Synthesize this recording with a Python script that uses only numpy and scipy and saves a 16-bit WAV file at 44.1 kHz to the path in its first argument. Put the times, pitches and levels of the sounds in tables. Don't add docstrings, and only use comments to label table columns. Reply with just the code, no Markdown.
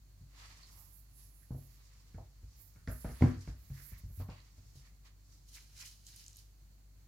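import sys
import numpy as np
from scipy import signal
from scipy.fft import rfft, irfft, next_fast_len
from scipy.io import wavfile

SR = 44100
rng = np.random.default_rng(int(sys.argv[2]) if len(sys.argv) > 2 else 0)


def digitize_waveform(pressure):
    field = np.atleast_2d(pressure).T
    bounded = np.clip(field, -1, 1)
    quanta = np.round(bounded * 32767).astype(np.int16)
    wavfile.write(sys.argv[1], SR, quanta)


def invert_db(level):
    return 10 ** (np.asarray(level, dtype=float) / 20)


N = 311787

# pitch_hz, likeness (0 unrelated, 1 the same)
LIKENESS = [(60, 0.95), (250, 0.64), (600, 0.3), (1200, 0), (5000, 0)]
EDGE_DB = 20


def rms_one(x):
    return x / np.sqrt(np.mean(x ** 2) + 1e-20)


def bins_hz():
    return np.maximum(np.fft.rfftfreq(N, 1 / SR), 1)


def at_hz(points, hz):
    points = np.array(points)
    return np.interp(np.log(hz), np.log(points[:, 0]), points[:, 1])


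def drift(rate_hz):
    r = np.exp(-80 * np.pi * rate_hz / SR)
    steps = rng.standard_normal(N // 40 + 2002)
    slow = signal.lfilter([1], [1, -2 * r, r * r], steps)[2000:]
    return np.interp(np.arange(N) / 40, np.arange(len(slow)), rms_one(slow))


def panned(x, lean_db):
    return x * invert_db(np.array([[0.5], [-0.5]]) * lean_db)


def colour(x, spectrum):
    return rms_one(irfft(rfft(x) * invert_db(at_hz(spectrum, bins_hz())), N))


def wide_noise():
    alike = np.clip(at_hz(LIKENESS, bins_hz()), 0, 1)
    mid, side = rfft(rng.standard_normal((2, N)))
    return irfft(np.sqrt(1 + alike) * mid + np.sqrt(1 - alike) * side * [[1], [-1]], N)


def ring(clicks, hz, t60_s):
    r = invert_db(-60 / (t60_s * SR))
    w = 2 * np.pi * hz / SR
    return signal.lfilter([0, np.sin(w)], [1, -2 * r * np.cos(w), r * r], clicks + 1e-18)


def strokes(rows, peaks, bend, climb_per_s=0):
    peak_s, swell_s, fade_s = np.transpose(rows)[:3, :, None]
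    late_s = np.arange(0, N + 40, 40) / SR - peak_s
    away = np.where(late_s < 0, -late_s / np.abs(swell_s), late_s / np.abs(fade_s))
    shape = invert_db(-np.minimum(EDGE_DB * away ** bend, 90)) ** 2
    climb = 1 + climb_per_s * np.clip(late_s, -swell_s, fade_s)
    total = peaks @ (shape * climb)
    return np.interp(np.arange(N) / 40, np.arange(len(total)), total)


def stroke_gain(rows, column, bend):
    power = invert_db(np.array(rows)[:, column]) ** 2
    return np.sqrt(strokes(rows, power, bend))


def stroke_pitch(rows, bend, climb_per_s):
    power, hz = invert_db(np.array(rows)[:, 3]) ** 2, np.array(rows)[:, 4]
    total = strokes(rows, power, bend)
    return np.sqrt(total), strokes(rows, power * hz, bend, climb_per_s) / total


def room_tone():
    # pitch_hz, level_db (before the waver)
    hum_tones = [(49.5, -59.5), (99, -70)]
    # (per Hz, before scaling)
    air_colour = [(33, -25.5), (46, -11.5), (66, -11), (152, -15), (222, -27.5), (283, -25.5), (391, -34),
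                  (2030, -39), (3480, -42), (4100, -38), (4430, -32.5), (4850, -41), (7010, -36.5),
                  (8470, -43), (14500, -39.5), (15700, -41.5)]
    # pitch_hz, lean_db (plus is left)
    air_lean = [(60, 5.5), (180, -2), (550, 2), (1650, -1), (4970, -5.5), (15000, 1)]
    air_db = -66
    turns = np.cumsum(1 + 0.002 * drift(0.66)) / SR
    hum = 0
    for hz, db in hum_tones:
        level = np.sqrt(2) * invert_db(db + hz / 50 * drift(4.0))
        hum = hum + level * np.sin(2 * np.pi * hz * turns)
    air = colour(wide_noise(), air_colour)
    air = irfft(panned(rfft(air), at_hz(air_lean, bins_hz())), N)
    return hum + invert_db(air_db + 0.53 * drift(8.9)) * air


def living_room(x):
    t60_s, wall_cut_hz = 0.3, 10400
    size = next_fast_len(N + SR)
    w = 2 * np.pi * np.fft.rfftfreq(size)
    dull = np.exp(-2 * np.pi * wall_cut_hz / SR)
    wall = (1 - dull) / (1 - dull * np.exp(-1j * w))
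    echoes = np.zeros((2, len(w)), complex)
    lags = (rng.uniform(0.01, 0.023, 16) * SR).astype(int)
    for k, lag in enumerate(lags):
        loop = invert_db(-60 * lag / SR / t60_s) * wall * np.exp(-1j * w * lag)
        echoes[k % 2] += loop / (1 - loop) * (-1) ** (k // 2)
    alike = np.clip(at_hz(LIKENESS, np.maximum(w * SR / (2 * np.pi), 1)), 0, 1)
    echoes[1] = alike * echoes[0] + np.sqrt(1 - alike ** 2) * echoes[1]
    wet = irfft(echoes * rfft(x, size), size)[:, :N]
    return signal.lfilter(*signal.butter(2, 170, "high", fs=SR), wet)


def crinkling(per_s=3000, size_db=5.5, bend=0.78, cycles=9.1):
    # peak_s, swell_s, fade_s, bright_db, dull_db (levels before panning)
    crinkle_strokes = [(4.76, 0.019, 0.13, -61.5, -82.5), (5.49, 0.03, 0.072, -60.5, -113),
                       (5.55, 0.051, 0.098, -52, -60.5), (5.62, 0.18, 0.44, -64.5, -86),
                       (5.81, 0.08, 0.073, -49, -55.5), (5.86, 0.039, 0.13, -50, -72),
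                       (6.07, 0.025, 0.15, -55.5, -72), (6.2, 0.26, 0.27, -57, -73),
                       (6.39, 0.062, 0.075, -57, -78.5)]
    # (per Hz, before scaling)
    bright_colour = [(1470, -57), (2200, -36), (2980, -0.5), (3400, -5.5), (4060, 2.5), (6350, 3.5),
                     (8120, -4), (11300, -3), (15700, -11)]
    dull_colour = [(500, -17), (1000, -6.0), (2500, 3.0), (3500, -21.0), (6000, -39.0)]   # (Hz, dB)
    dull_lag_s = 0.02
    born = rng.random(N) < per_s * invert_db(5 * drift(40)) / SR
    sizes = invert_db(size_db * np.minimum(rng.exponential(1, N), 3.5))
    clicks = born * sizes * rng.choice([-1, 1], N)
    dealt = rng.integers(0, 8, N)
    snaps = np.zeros(N)
    for k, hz in enumerate(np.geomspace(1500, 13000, num=8)):
        snaps += ring(clicks * (dealt == k), hz, cycles / hz) * np.sqrt(hz)
    source = rms_one(snaps) + 1.84 * wide_noise()
    dull = colour(source, dull_colour)
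    dull_gain = np.roll(stroke_gain(crinkle_strokes, 4, bend), int(dull_lag_s * SR))
    bright = stroke_gain(crinkle_strokes, 3, bend) * colour(source, bright_colour)
    return panned(bright + dull_gain * dull, -2.2)


def brushing(flutter_db=1.5, left_db=-22, right_db=5.0, octaves=0.15, bend=1.69):
    # peak_s, swell_s, fade_s, strength_db (before mixing and panning), brightest_hz (at the peak)
    brush_strokes = [(0.8, .12, 0.14, -60.5, 12400), (0.97, 0.12, 0.098, -59, 12540),
                     (1.19, 0.12, 0.29, -62.5, 10700), (1.37, 0.069, 0.15, -63.5, 10700),
                     (1.62, 0.25, 0.27, -66, 12100), (2.62, 0.064, 0.13, -60, 13500),
                     (2.92, 0.036, 0.18, -55.5, 11900), (3.13, 0.36, 0.23, -62, 10000),
                     (3.62, 0.092, 0.84, -70.5, 13800), (3.89, 0.19, 0.074, -55, 12800),
                     (3.985, 0.014, 0.031, -60, 12100), (4.174, 0.11, 0.12, -59.5, 13000)]
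    # (per Hz, before scaling)
    hiss_colour = [(3530, -33.5), (6000, -12.5), (6910, -2.5), (8700, -7.5), (11000, -0.5), (14400, -3.5),
                   (15700, -0.5)]
    gain, centre_hz = stroke_pitch(brush_strokes, bend, climb_per_s=0.37)
    hiss = colour(rng.standard_normal((2, N)), hiss_colour)
    out = 0.44 * hiss
    for hz in np.geomspace(9500, 15000, num=6):
        band = signal.butter(1, [hz / 1.07, hz * 1.07], "band", fs=SR, output="sos")
        nearness = np.exp(-(np.log2(centre_hz / hz) / octaves) ** 2)
        out = out + nearness * signal.sosfilt(band, hiss)
    return out * invert_db(np.array([[left_db], [right_db]])) * gain * invert_db(flutter_db * drift(12))


def panting(flutter_db=1.57, bend=1.16):
    # peak_s, swell_s, fade_s, mouth_db, teeth_db (before flutter and panning)
    breaths = [(0.4, 0.089, 0.44, -58.5, -61.5), (0.72, 0.56, 0.38, -80.5, -66),
               (1.2, 0.068, 0.17, -75.5, -68.5), (1.9, 0.86, 0.77, -73.5, -71),
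               (2.55, 0.2, 0.67, -79, -72.5), (2.884, 0.016, 0.14, -67, -63.5), (3.07, 0.18, 1, -68, -66),
               (3.23, 0.095, 0.19, -58, -61), (3.41, 0.006, 0.15, -74, -64), (3.5, 0.15, 0.061, -67, -66),
               (3.78, 0.14, 0.2, -69, -63.5), (3.97, 0.29, 0.16, -71, -67.5),
               (4.215, 0.083, 0.055, -65.5, -68), (4.305, 0.03, 0.26, -63.5, -70),
               (4.8, 1, 0.071, -78.5, -71.5), (4.87, 0.11, 0.06, -71, -70.5),
               (5.057, 0.02, 0.092, -66.5, -68), (5.33, 0.16, 0.23, -80.5, -69)]
    # (per Hz, before scaling)
    mouth_colour = [(410, -16), (700, -12), (860, -8.5), (1130, -1.5), (1490, -10), (1840, -2.5),
                    (3600, -8.5), (4680, -4), (7920, -120)]
    # (per Hz, before scaling)
    teeth_colour = [(2120, -32), (3600, -6.5), (5180, 3), (7230, -0.5), (8980, -9.5), (11400, -9),
                    (15100, -17), (15700, -62)]
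    mouth = colour(wide_noise(), mouth_colour) * stroke_gain(breaths, 3, bend)
    mouth = mouth * invert_db(flutter_db * drift(24))
    teeth = colour(wide_noise(), teeth_colour) * stroke_gain(breaths, 4, bend)
    teeth = teeth * invert_db(flutter_db * drift(22))
    return panned(mouth + teeth, -3.0)


def skidding(width_hz=300, bend=1.4):
    # peak_s, swell_s, fade_s, level_db (before panning), pitch_hz (at the peak)
    skids = [(0.635, 0.03, 0.053, -61.5, 4500), (0.78, 0.25, 0.24, -73, 997.5),
             (1.43, 0.01937, 0.07, -76.5, 1790), (3.785, 0.066, 0.14, -64.5, 1866),
             (3.946, 0.1, 0.088, -66.5, 2048), (4.315, 0.025, 0.052, -64, 2600),
             (4.87, 0.067, 0.1, -74.5, 2076)]
    gain, centre_hz = stroke_pitch(skids, bend, climb_per_s=0.061)
    lowpass = signal.butter(2, width_hz, fs=SR)
    slow = rms_one(signal.lfilter(*lowpass, rng.standard_normal((2, N))))
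    tone = np.sqrt(2) * np.sin(2 * np.pi * np.cumsum(centre_hz) / SR)
    return panned(gain * slow * tone, -4.5)


def ticks(cycles=16.0, grit_t60_s=0.009):
    # start_s, level_db (before filtering and panning), pitch_hz
    tick_rows = [(2.875, -43.5, 4430), (2.8751, -36, 1880), (3.2215, -31, 2100), (4.301, -48, 4870),
                 (4.4028, -47, 4400), (5.555, -40, 7400), (5.777, -43, 6680), (5.814, -35, 6400),
                 (5.8248, -31.5, 5460), (5.854, -41, 3000), (6.0672, -36, 6700), (6.13, -47, 4350),
                 (6.162, -37, 10430), (6.241, -48, 5000), (6.264, -36, 6050), (6.2815, -33.5, 6800),
                 (6.331, -45.5, 6780), (6.3596, -43, 6800), (6.369, -38.5, 11630)]
    out, t = np.zeros(N), np.arange(800) / SR
    grit = rng.standard_normal((len(tick_rows), len(t)))
    for (s, db, hz), noise in zip(tick_rows, grit):
        band = signal.butter(2, [hz * 0.72, min(hz * 1.24, 14000)], "band", fs=SR, output="sos")
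        tone = np.sin(2 * np.pi * hz * t) * invert_db(-60 * t * hz / cycles)
        tick = tone + 0.5 * noise * invert_db(-60 * t / grit_t60_s)
        at = round(s * SR)
        out[at:at + len(t)] += invert_db(db) * signal.sosfilt(band, tick)
    return panned(out, -2.5)


def rattles(bend=1.8, rise_s=0.002):
    # start_s, length_s, level_db (before the rise and fall), pitch_hz (middle), width_hz
    rattle_rows = [(1.511, 0.095, -74, 1050, 900), (1.575, 0.036, -60.5, 533, 560),
                   (2.178, 0.059, -55.5, 653, 636), (2.874, 0.078, -50, 600, 160),
                   (2.881, 0.081, -57, 1560, 400.7), (4.2, 0.073, -57, 870, 790),
                   (4.289, 0.067, -57.5, 870, 910)]
    out, t = np.zeros((2, N)), np.arange(SR // 4) / SR
    noise = rng.standard_normal((len(rattle_rows), 3, len(t)))
    for (s, length_s, db, hz, width_hz), (mid, *own) in zip(rattle_rows, noise):
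        band = signal.butter(2, [hz - width_hz / 2, hz + width_hz / 2], "band", fs=SR, output="sos")
        shape = (1 - np.exp(-t / rise_s)) * invert_db(db - EDGE_DB * (t / length_s) ** bend)
        both_sides = mid + 0.68 * np.array(own)
        at = round(s * SR)
        out[:, at:at + len(t)] += shape * rms_one(signal.sosfilt(np.vstack([band, band]), both_sides))
    return out


def thumps(spread_db=3.5, hardness=1.78, flesh_hardness=1.33, swell_hz=200):
    # start_s, boom_db (flesh), sway_db (weight), knock_db (bone), clack_db (claw)
    blows = [(0.21, -49, -53, -83, -97), (1.506, -37, -37.5, -53.5, -86), (1.545, -39, -59, -61.5, -85),
             (2.144, -40, -57, -63, -56.5), (2.178, -47.5, -46.5, -60, -79), (2.429, -48, -42, -73, -75),
             (2.76, -54.5, -51, -68.5, -58.5), (2.875, -36, -34.5, -51, -41),
             (2.911, -43.5, -37, -57.5, -62), (3.045, -40.5, -33.5, -40.5, -43.5),
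             (3.091, -40.5, -41, -54, -50), (3.209, -33, -24, -42, -52), (3.222, -16.5, -55, -31, -36),
             (3.27, -26, -48, -54, -44.5), (3.363, -38.5, -59, -67, -81), (3.475, -40, -37, -53.5, -51),
             (3.701, -40.5, -39.5, -66, -64), (3.796, -54, -49, -74, -57.5), (3.919, -43, -44, -77, -64),
             (4.036, -39, -39.5, -76, -70), (4.098, -51, -43, -71.5, -70), (4.175, -39.5, -45, -86, -79),
             (4.198, -39.5, -41.5, -58.5, -56), (4.286, -41.5, -55, -54.5, -58),
             (4.58, -53, -49.5, -72.5, -68), (4.755, -51.5, -48.5, -68.5, -90.5)]
    # pitch_hz, level_db (added to the drive), t60_s
    joists = [(60.24, -3, 0.47), (80.7, 7, 0.077)]
    # pitch_hz, level_db (added to the drive), t60_s
    boards = [(96.3, -3.5, 0.27), (135, 0.5, 0.28), (160, 2, 0.069), (188, 12, 0.037), (245.1, 6, 0.12),
              (299, -4.5, 0.06), (370, -7, 0.05), (482, -3, 0.14), (602, 1, 0.046), (764, -8, 0.027),
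              (1050, -16, 0.04), (1446, -8, 0.05), (1663, -16.5, 0.05), (2200, -3, 0.01392)]
    # time_s, extra_db
    spot = [(1.5, 1), (3.05, 8), (3.22, 9), (3.5, 4), (3.7, 6), (4.2, 9), (4.8, 10.5)]
    # low_hz, high_hz, level_db (added to the drive), t60_s
    chatter = [(173, 368, -14.5, 0.23), (435, 843, -6.5, 0.16), (1120, 1900, -13.5, 0.35)]
    centred_hz = 711
    s, boom_db, sway_db, knock_db, clack_db = np.transpose(blows)
    slap_db = 0.74 * boom_db + 0.55 * knock_db + 10.5
    parts_db = [boom_db, sway_db, slap_db, knock_db, clack_db]
    deep_db = np.interp(s, *np.transpose(spot))
    at, out = np.round(s * SR).astype(int), np.zeros((2, N))
    modes = [*joists, *boards]
    luck = rng.standard_normal((len(at), len(modes)))
    for k, (hz, db, t60_s) in enumerate(modes):
        part = [1, 0, 2, 3, 4][np.searchsorted([85, 172, 400, 1100], hz)]
        drive_db = parts_db[part] + db + spread_db * luck[:, k]
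        if part == 0:
            drive_db = drive_db + deep_db * (0.5 if k == len(joists) else -0.5)
        clicks = np.zeros(N)
        clicks[at] = invert_db(drive_db)
        order, firmness = (3, flesh_hardness) if part < 3 else (2, hardness)
        soft = signal.butter(order, firmness * hz, fs=SR, output="sos")
        clicks = signal.sosfilt(soft, clicks + 1e-18)
        out += signal.lfilter(*signal.butter(1, hz / 2, "high", fs=SR), ring(clicks, hz, t60_s))
    for part_db, (low_hz, high_hz, db, t60_s) in zip(parts_db[2:], chatter):
        clicks = np.zeros(N)
        clicks[at] = invert_db(part_db + db)
        dying = signal.lfilter([1], [1, -invert_db(-60 / (t60_s * SR))], clicks + 1e-18)
        dying = signal.lfilter(*signal.butter(1, swell_hz, fs=SR), dying)
        band = signal.butter(2, [low_hz, high_hz], "band", fs=SR, output="sos")
        noise = wide_noise() + centred_hz / low_hz * rng.standard_normal(N)
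        out += dying * rms_one(signal.sosfilt(band, noise))
    return out


def scene():
    blows = thumps() + rattles() + ticks()
    echo = invert_db(-13.5) * living_room(blows.mean(axis=0))
    soft_noises = panting() + skidding() + brushing() + crinkling()
    return blows + echo + soft_noises + room_tone()


def band_limit(x):
    return signal.sosfilt(signal.butter(12, 15890, fs=SR, output="sos"), x)


def record(dry):
    bass_cut = signal.butter(4, 38, "high", fs=SR, output="sos")
    mix = signal.sosfilt(bass_cut, dry)
    return band_limit(mix)


dry = scene()
out = record(dry)
digitize_waveform(out)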